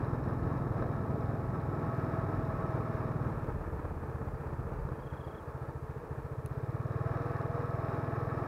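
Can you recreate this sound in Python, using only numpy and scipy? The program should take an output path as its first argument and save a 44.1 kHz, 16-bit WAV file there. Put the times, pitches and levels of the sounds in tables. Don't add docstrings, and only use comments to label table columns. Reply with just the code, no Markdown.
import sys
import numpy as np
from scipy.fft import rfft, irfft, next_fast_len
from scipy.io import wavfile
from scipy.ndimage import uniform_filter1d, map_coordinates

SR = 44100
rng = np.random.default_rng(int(sys.argv[2]) if len(sys.argv) > 2 else 0)


def log_audio(samples):
    frames = np.atleast_2d(samples).T
    limited = np.clip(frames, -1, 1)
    pcm = np.round(limited * 32767).astype(np.int16)
    wavfile.write(sys.argv[1], SR, pcm)


N = 373527


def amp(db):
    return 10 ** (np.asarray(db) / 20)


def unit(x):
    return x / np.sqrt(np.mean(x ** 2) + 1e-20)


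def curves(rows):
    s, *cols = np.transpose(rows)
    return [np.interp(np.arange(N) / SR, s, c) for c in cols]


def wobble(rate):
    knots = rng.standard_normal(int(N * rate / SR) + 4)
    return map_coordinates(knots, [np.arange(N) * rate / SR])


def filtered(x, response):
    m = next_fast_len(len(x) + SR // 2)
    return irfft(rfft(x, m) * response(np.fft.rfftfreq(m, 1 / SR)), m)[:len(x)]


def coloured(x, points):
    f, db = np.transpose(points)
    return unit(filtered(x, lambda hz: amp(np.interp(np.log(hz + 1), np.log(f), db))))


def resonate(x, modes):
    def response(f):
        total = 0
        for centre, width, db in modes:
            band = 2j * f * width / (centre * centre - f * f + 2j * f * width)
            total = total + amp(db) * band ** 2
        return total
    return unit(filtered(x, response))


def noise():
    return rng.standard_normal(N)


def add(track, s, sound):
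    start = max(round(s * SR), 0)
    track[start:start + len(sound)] += sound[:max(N - start, 0)]


# (t/s, firing rate/Hz)
FIRING_RATE = [(0.0, 20.705), (0.9, 20.653), (2.0, 20.034), (3.0, 19.335), (3.3, 18.669), (3.6, 16.385),
               (3.9, 16.797), (4.3, 15.852), (4.8, 15.359), (5.2, 13.804), (5.6, 14.664), (6.0, 13.818),
               (6.5, 15.552), (6.7, 17.963), (7.15, 20.518), (8.47, 20.692)]


def engine_cycles():
    return .23 + np.cumsum(curves(FIRING_RATE)[0]) / SR


# (t/s, opening 0-1)
THROTTLE_OPENING = [(3.2, .95), (3.5, .1), (4.8, .1), (5.1, .3), (6.35, .42), (6.7, .88), (7.1, .98)]


def throttle_opening():
    return np.clip(curves(THROTTLE_OPENING)[0], 0, 1)


FULL_PULL = 8


def pull():
    gain = np.gradient(uniform_filter1d(curves(FIRING_RATE)[0], SR // 6)) * SR
    return np.clip(gain / FULL_PULL, 0, 1) * throttle_opening()


def around(cycle, place, width):
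    return np.exp(-(((cycle - place + .5) % 1 - .5) / width) ** 2)


def strokes(cycle, share, count=160, size=20):
    turns = np.arange(-1, int(cycle[-1]) + 1)[:, None] + rng.random(count)
    strength = uniform_filter1d(rng.standard_normal(turns.shape), size, axis=0, mode="wrap")
    at = np.interp(turns, cycle, np.arange(N), left=-SR, right=-SR)
    at = at + .0001 * SR * rng.standard_normal(turns.shape)
    heard = (at >= 0) & (at < N)
    regular = unit(np.bincount(at[heard].astype(int), strength[heard], N))
    return np.sqrt(share) * regular + np.sqrt(1 - share) * noise()


def clatter(cycle, throttle, regular, coast_depth=0.71, load_depth=0.098, width=0.16, delay=0.079,
            grain_db=1.0, rebound=.12):
    after_firing = around(cycle, delay, width)
    turn_later = around(cycle, delay + .5, width)
    depth = load_depth * throttle + coast_depth * (1 - throttle)
    swing = 1 + depth * after_firing + rebound * turn_later
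    swing = swing / (1 + (depth + rebound) * after_firing.mean())
    return strokes(cycle, regular) * amp(grain_db * wobble(260)) * swing


def bird(start, gap, hz, db, count, length, fall, soft_db, flat, waver, warm_s=0.057):
    out, u = np.zeros(N), np.arange(0, 1, 1 / (length * SR))
    for s in gap * np.arange(count):
        shy = np.exp(-(s / warm_s) ** 2)
        quiver = waver * np.interp(u, np.linspace(0, 1, 12), rng.standard_normal(12))
        pitch = hz * (1 - flat * shy) * rng.normal(1, .007) * (1 - fall * u ** 3 + quiver)
        note = np.sin(np.pi * u) * np.sin(2 * np.pi * np.cumsum(pitch) / SR)
        add(out, start + s, amp(db + soft_db * shy + rng.normal(0, 1)) * note)
    return out


# start of each, t/s
PEEP_TIMES = [4.345, 4.785, 4.995, 5.235, 5.47, 5.675]


def far_peeps():
    return sum(bird(s, gap=0, hz=4730, db=-75.5, count=1, length=.028, fall=.05,
                    soft_db=0, flat=0, waver=.02) for s in PEEP_TIMES)


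def near_trill():
    return bird(4.955, gap=.035, hz=3380, db=-64.5, count=13, length=.0235, fall=.13,
                soft_db=-12, flat=.04, waver=.005)


# (t/s, level/dB)
BUFFET_LEVEL = [(0, -56), (3.2, -46.5), (4.8, -53.5), (5.15, -54), (8.45, -51)]
# (crest t/s, half length/s, level/dB over the steady buffeting)
GUST_SWELLS = [(.5, 0.66, 10.5), (2.348, 0.18, 9.5), (3.603, 0.16, 8), (4.05, .2, 4), (4.75, 0.29, 10)]
# (f/Hz, relative level/dB)
BUFFET_COLOUR = [(12, -17), (25, -9), (45, 7.5), (65, 0), (110, -0.5), (200, -7), (500, -55), (2000, -120)]


def wind():
    t = np.arange(N) / SR
    gust_db = sum(db * np.exp(-((t - s) / half) ** 2) for s, half, db in GUST_SWELLS)
    level_db = curves(BUFFET_LEVEL)[0] + gust_db + 2.0 * wobble(8.8)
    return amp(level_db) * coloured(noise(), BUFFET_COLOUR)


# (t/s, level/dB)
RUSH_LEVEL = [(0, -37), (1.4, -38), (1.65, -39), (3.2, -41), (3.7, -45), (4.8, -47), (5.05, -51.5),
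              (6.5, -55.5), (8.45, -46.5)]
# (f/Hz, relative level/dB)
TYRE_COLOUR = [(20, -33), (60, -0.5), (110, 2), (200, -1), (300, -3), (420, -9), (550, -13.5),
               (1000, -17.5), (2500, -65), (6000, -100)]


def road(cycle, throttle):
    impacts = clatter(cycle, throttle, regular=1 / 10, coast_depth=1.7, grain_db=0.3)
    return amp(curves(RUSH_LEVEL)[0] + 1.08 * wobble(13)) * coloured(impacts, TYRE_COLOUR)


def struck(hits, modes):
    out, t = np.zeros(N), np.arange(SR // 20) / SR
    for s, db in hits:
        for hz, level, t60 in modes:
            decay = amp(db + level + rng.normal(0, 1) - 60 * t / t60)
            add(out, s, decay * np.sin(2 * np.pi * hz * rng.normal(1, 0.024) * t))
    return out


# (t/s, level/dB)
TICK_HITS = [(1.974, -48), (6.461, -28.5), (7.259, -46)]
# (f/Hz, relative level/dB, t60/s)
TICK_MODES = [(640, -4, 0.01), (1050, -13, 0.0073), (1500, -20, 0.0057), (2500, -19, 0.0077),
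              (4300, -24, .004), (6100, -21, 0.004), (10200, -11.5, 0.0037), (11500, -20, .006)]


def ticks():
    return struck(TICK_HITS, TICK_MODES)


# (t/s, level/dB before the dulling filter)
KNOCK_HITS = [(.824, -20), (3.854, -24), (4.8895, -25), (5.577, -31.5), (7.839, -37)]
# (f/Hz, relative level/dB, t60/s)
FITTING_MODES = [(510, -4, 0.014), (1090, -10, 0.022), (1280, -25, 0.021), (1540, -19, 0.021),
                 (3960, -17, .014), (5400, -5, 0.015)]


def knocks():
    return filtered(struck(KNOCK_HITS, FITTING_MODES), lambda hz: 1 / np.sqrt(1 + (hz / 1900) ** 8))


# (place in the cycle 0-1, level/dB at full throttle)
VALVE_SEATING = [(.2, -82), (.44, -87.5)]
# (f/Hz, half width/Hz, relative level/dB)
VALVE_MODES = [(3930, 370, 3), (5220, 440, 0)]


def valves(cycle, throttle, width=0.021):
    uneven = amp(1.5 * wobble(20))
    seats = 0
    for place, db in VALVE_SEATING:
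        burst = around(cycle, place, width) * noise()
        seats = seats + amp(db) * resonate(burst, VALVE_MODES)
    return throttle * uneven * seats


def air_box():
    hollow = resonate(noise(), [(446, 37, 0)])
    return amp(-51 + 0.27 * wobble(2.79)) * hollow


def whine(turns, flutter_db=2):
    slip = .32 * wobble(16)
    return amp(flutter_db * wobble(11)) * np.sin(2 * np.pi * turns + slip)


# (f/Hz, half width/Hz, relative level/dB)
CASING_MODES = [(651.3, 29.4, -2.5), (828.5, 28, -4.5), (1124, 78, -3.5), (1278.4, 37, -2.5),
                (3800, 84, -35.5), (5210, 250, -40)]
# (t/s, level/dB)
CLATTER_LEVEL = [(0, -44), (1.6, -45), (1.85, -42.5), (3.1, -42.5), (3.55, -48.5), (5.5, -50), (6.45, -51),
                 (7.2, -42.5), (8.45, -41)]
# (multiple of the firing rate, relative level/dB)
TIMING_TONES = [(31, -6), (32, -4), (33, 4), (40, -11), (41.5, -.5), (62, -13), (63, -10), (65.5, -6)]
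TIMING_DB, TIMING_RISE_DB = -16, 2.5


def timing_gears(cycle, throttle):
    mesh = unit(sum(amp(db) * whine(multiple * cycle) for multiple, db in TIMING_TONES))
    timing = mesh + amp(TIMING_RISE_DB) * resonate(mesh, CASING_MODES)
    return amp(TIMING_DB + curves(CLATTER_LEVEL)[0]) * throttle * timing


DRIVE_START_S, DRIVE_ATTACK_S, DRIVE_HOLD_S, DRIVE_RELEASE_S = 6.8, .2, .58, .25
DRIVE_DB, DRIVE_SETTLED_DB = -45, -50.5


def drive_gear(cycle):
    stages = np.cumsum([DRIVE_START_S, DRIVE_ATTACK_S, DRIVE_HOLD_S, DRIVE_RELEASE_S])
    gains = [0, amp(DRIVE_DB), amp(DRIVE_DB), amp(DRIVE_SETTLED_DB)]
    take_up = np.interp(np.arange(N) / SR, stages, gains)
    return take_up * whine(23.2 * cycle, flutter_db=1.5)


# (f/Hz, relative level/dB)
LOADED_COLOUR = [(140, -19), (235, -2.5), (330, 1.5), (450, -2), (560, -2), (730, -5.5), (950, -7.5),
                 (1310, -8.5), (1430, -12.5), (1750, -10), (2020, -22.5), (2350, -22), (3000, -39),
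                 (4300, -40.5), (7000, -52)]
# (f/Hz, relative level/dB)
COASTING_COLOUR = [(140, -22), (240, -12), (330, 4), (400, -6), (590, 0), (730, -7), (890, -1), (1030, -6),
                   (1310, -5), (1430, -11), (1750, -11.5), (2020, -22.5), (2450, -23.5), (3000, -37),
                   (7000, -47)]


def casing(cycle, throttle):
    body = coloured(clatter(cycle, throttle, regular=0.39), LOADED_COLOUR)
    ring = resonate(clatter(cycle, throttle, regular=0.47), CASING_MODES)
    loaded = amp(-1) * body + amp(-4.5) * ring
    slack = clatter(cycle, throttle, regular=1 / 3, coast_depth=0.33)
    coasting = amp(3.0) * coloured(slack, COASTING_COLOUR)
    level_db = curves(CLATTER_LEVEL)[0] + 0.75 * wobble(14)
    return amp(level_db) * (np.sqrt(throttle) * loaded + np.sqrt(1 - throttle) * coasting)


def combustion(cycle, lead=.04, width=.13):
    knock = around(cycle, -lead, width) * strokes(cycle, .7)
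    return amp(-52) * pull() * coloured(knock, LOADED_COLOUR)


# (t/s, change of level/dB)
WEAK_FIRINGS = [(1.05, -5), (3.67, -8), (4.99, -10), (5.06, -2), (5.34, -6), (5.41, -7), (5.48, -3),
                (6.05, -9)]


def misfire_db(index):
    return sum(db * (index == index[round(s * SR)]) for s, db in WEAK_FIRINGS)


def packet(u, hz, width):
    return -np.sin(2 * np.pi * hz * u) * np.exp(-(u / width) ** 2)


CRUISE_RATE = 20.6
EXHAUST_DB, EXHAUST_SLOW_DB, EXHAUST_SHUT_DB, PULL_DB = -36.5, -10.5, -.5, 2.5


def exhaust(cycle, throttle, pipe_hz=121, swell=.0074, sag=.25, puff_hz=104, puff_swell=.0052,
            lag=.0142, push=.7, jitter=.0008, size_db=.7):
    firing_rate = curves(FIRING_RATE)[0]
    index = np.round(cycle - .1).astype(int)
    chance = rng.standard_normal((index.max() + 1, 4))[index].T
    shut = 1 - throttle
    wander = jitter * shut ** 2
    t = (cycle - index) / firing_rate - .0003 - wander * chance[0]
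    droop = 1 - sag * shut ** 4
    thud = packet(t, pipe_hz * droop, swell * droop)
    second = push * np.clip((shut - .1) / .5, 0, 1) * amp(1.5 * chance[1])
    puff = second * packet(t - lag - wander * chance[2], puff_hz, puff_swell)
    pulses = (thud + puff) * amp(size_db * chance[3])
    train = filtered(pulses, lambda hz: 1 / np.sqrt(1 + (hz / 235) ** 12))
    strength = np.sqrt(np.abs(uniform_filter1d(train ** 2, SR // 2)) + 1e-9)
    halvings = np.log2(CRUISE_RATE / firing_rate)
    level_db = EXHAUST_DB + EXHAUST_SLOW_DB * halvings + EXHAUST_SHUT_DB * shut
    level_db = level_db + PULL_DB * pull() + misfire_db(index)
    return train / strength * amp(level_db)


def scene():
    cycle, throttle = engine_cycles(), throttle_opening()
    roadside = far_peeps() + near_trill()
    air = wind() + road(cycle, throttle)
    loose_parts = ticks() + knocks()
    gears = timing_gears(cycle, throttle) + drive_gear(cycle)
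    engine = valves(cycle, throttle) + air_box() + gears + casing(cycle, throttle) + combustion(cycle)
    return (roadside + air + loose_parts + engine + exhaust(cycle, throttle))[None]


# (f/Hz, relative level/dB)
HISS_COLOUR = [(1000, 4), (6000, -0.5), (8500, -1), (10500, -1), (14500, -1.5), (15700, -6.5)]
TOP_HZ = 15750


def record(dry):
    hiss = amp(-72.5) * coloured(noise(), HISS_COLOUR)
    return filtered(dry[0] + hiss, lambda hz: hz < TOP_HZ)[None]


dry = scene()
out = record(dry)
log_audio(out)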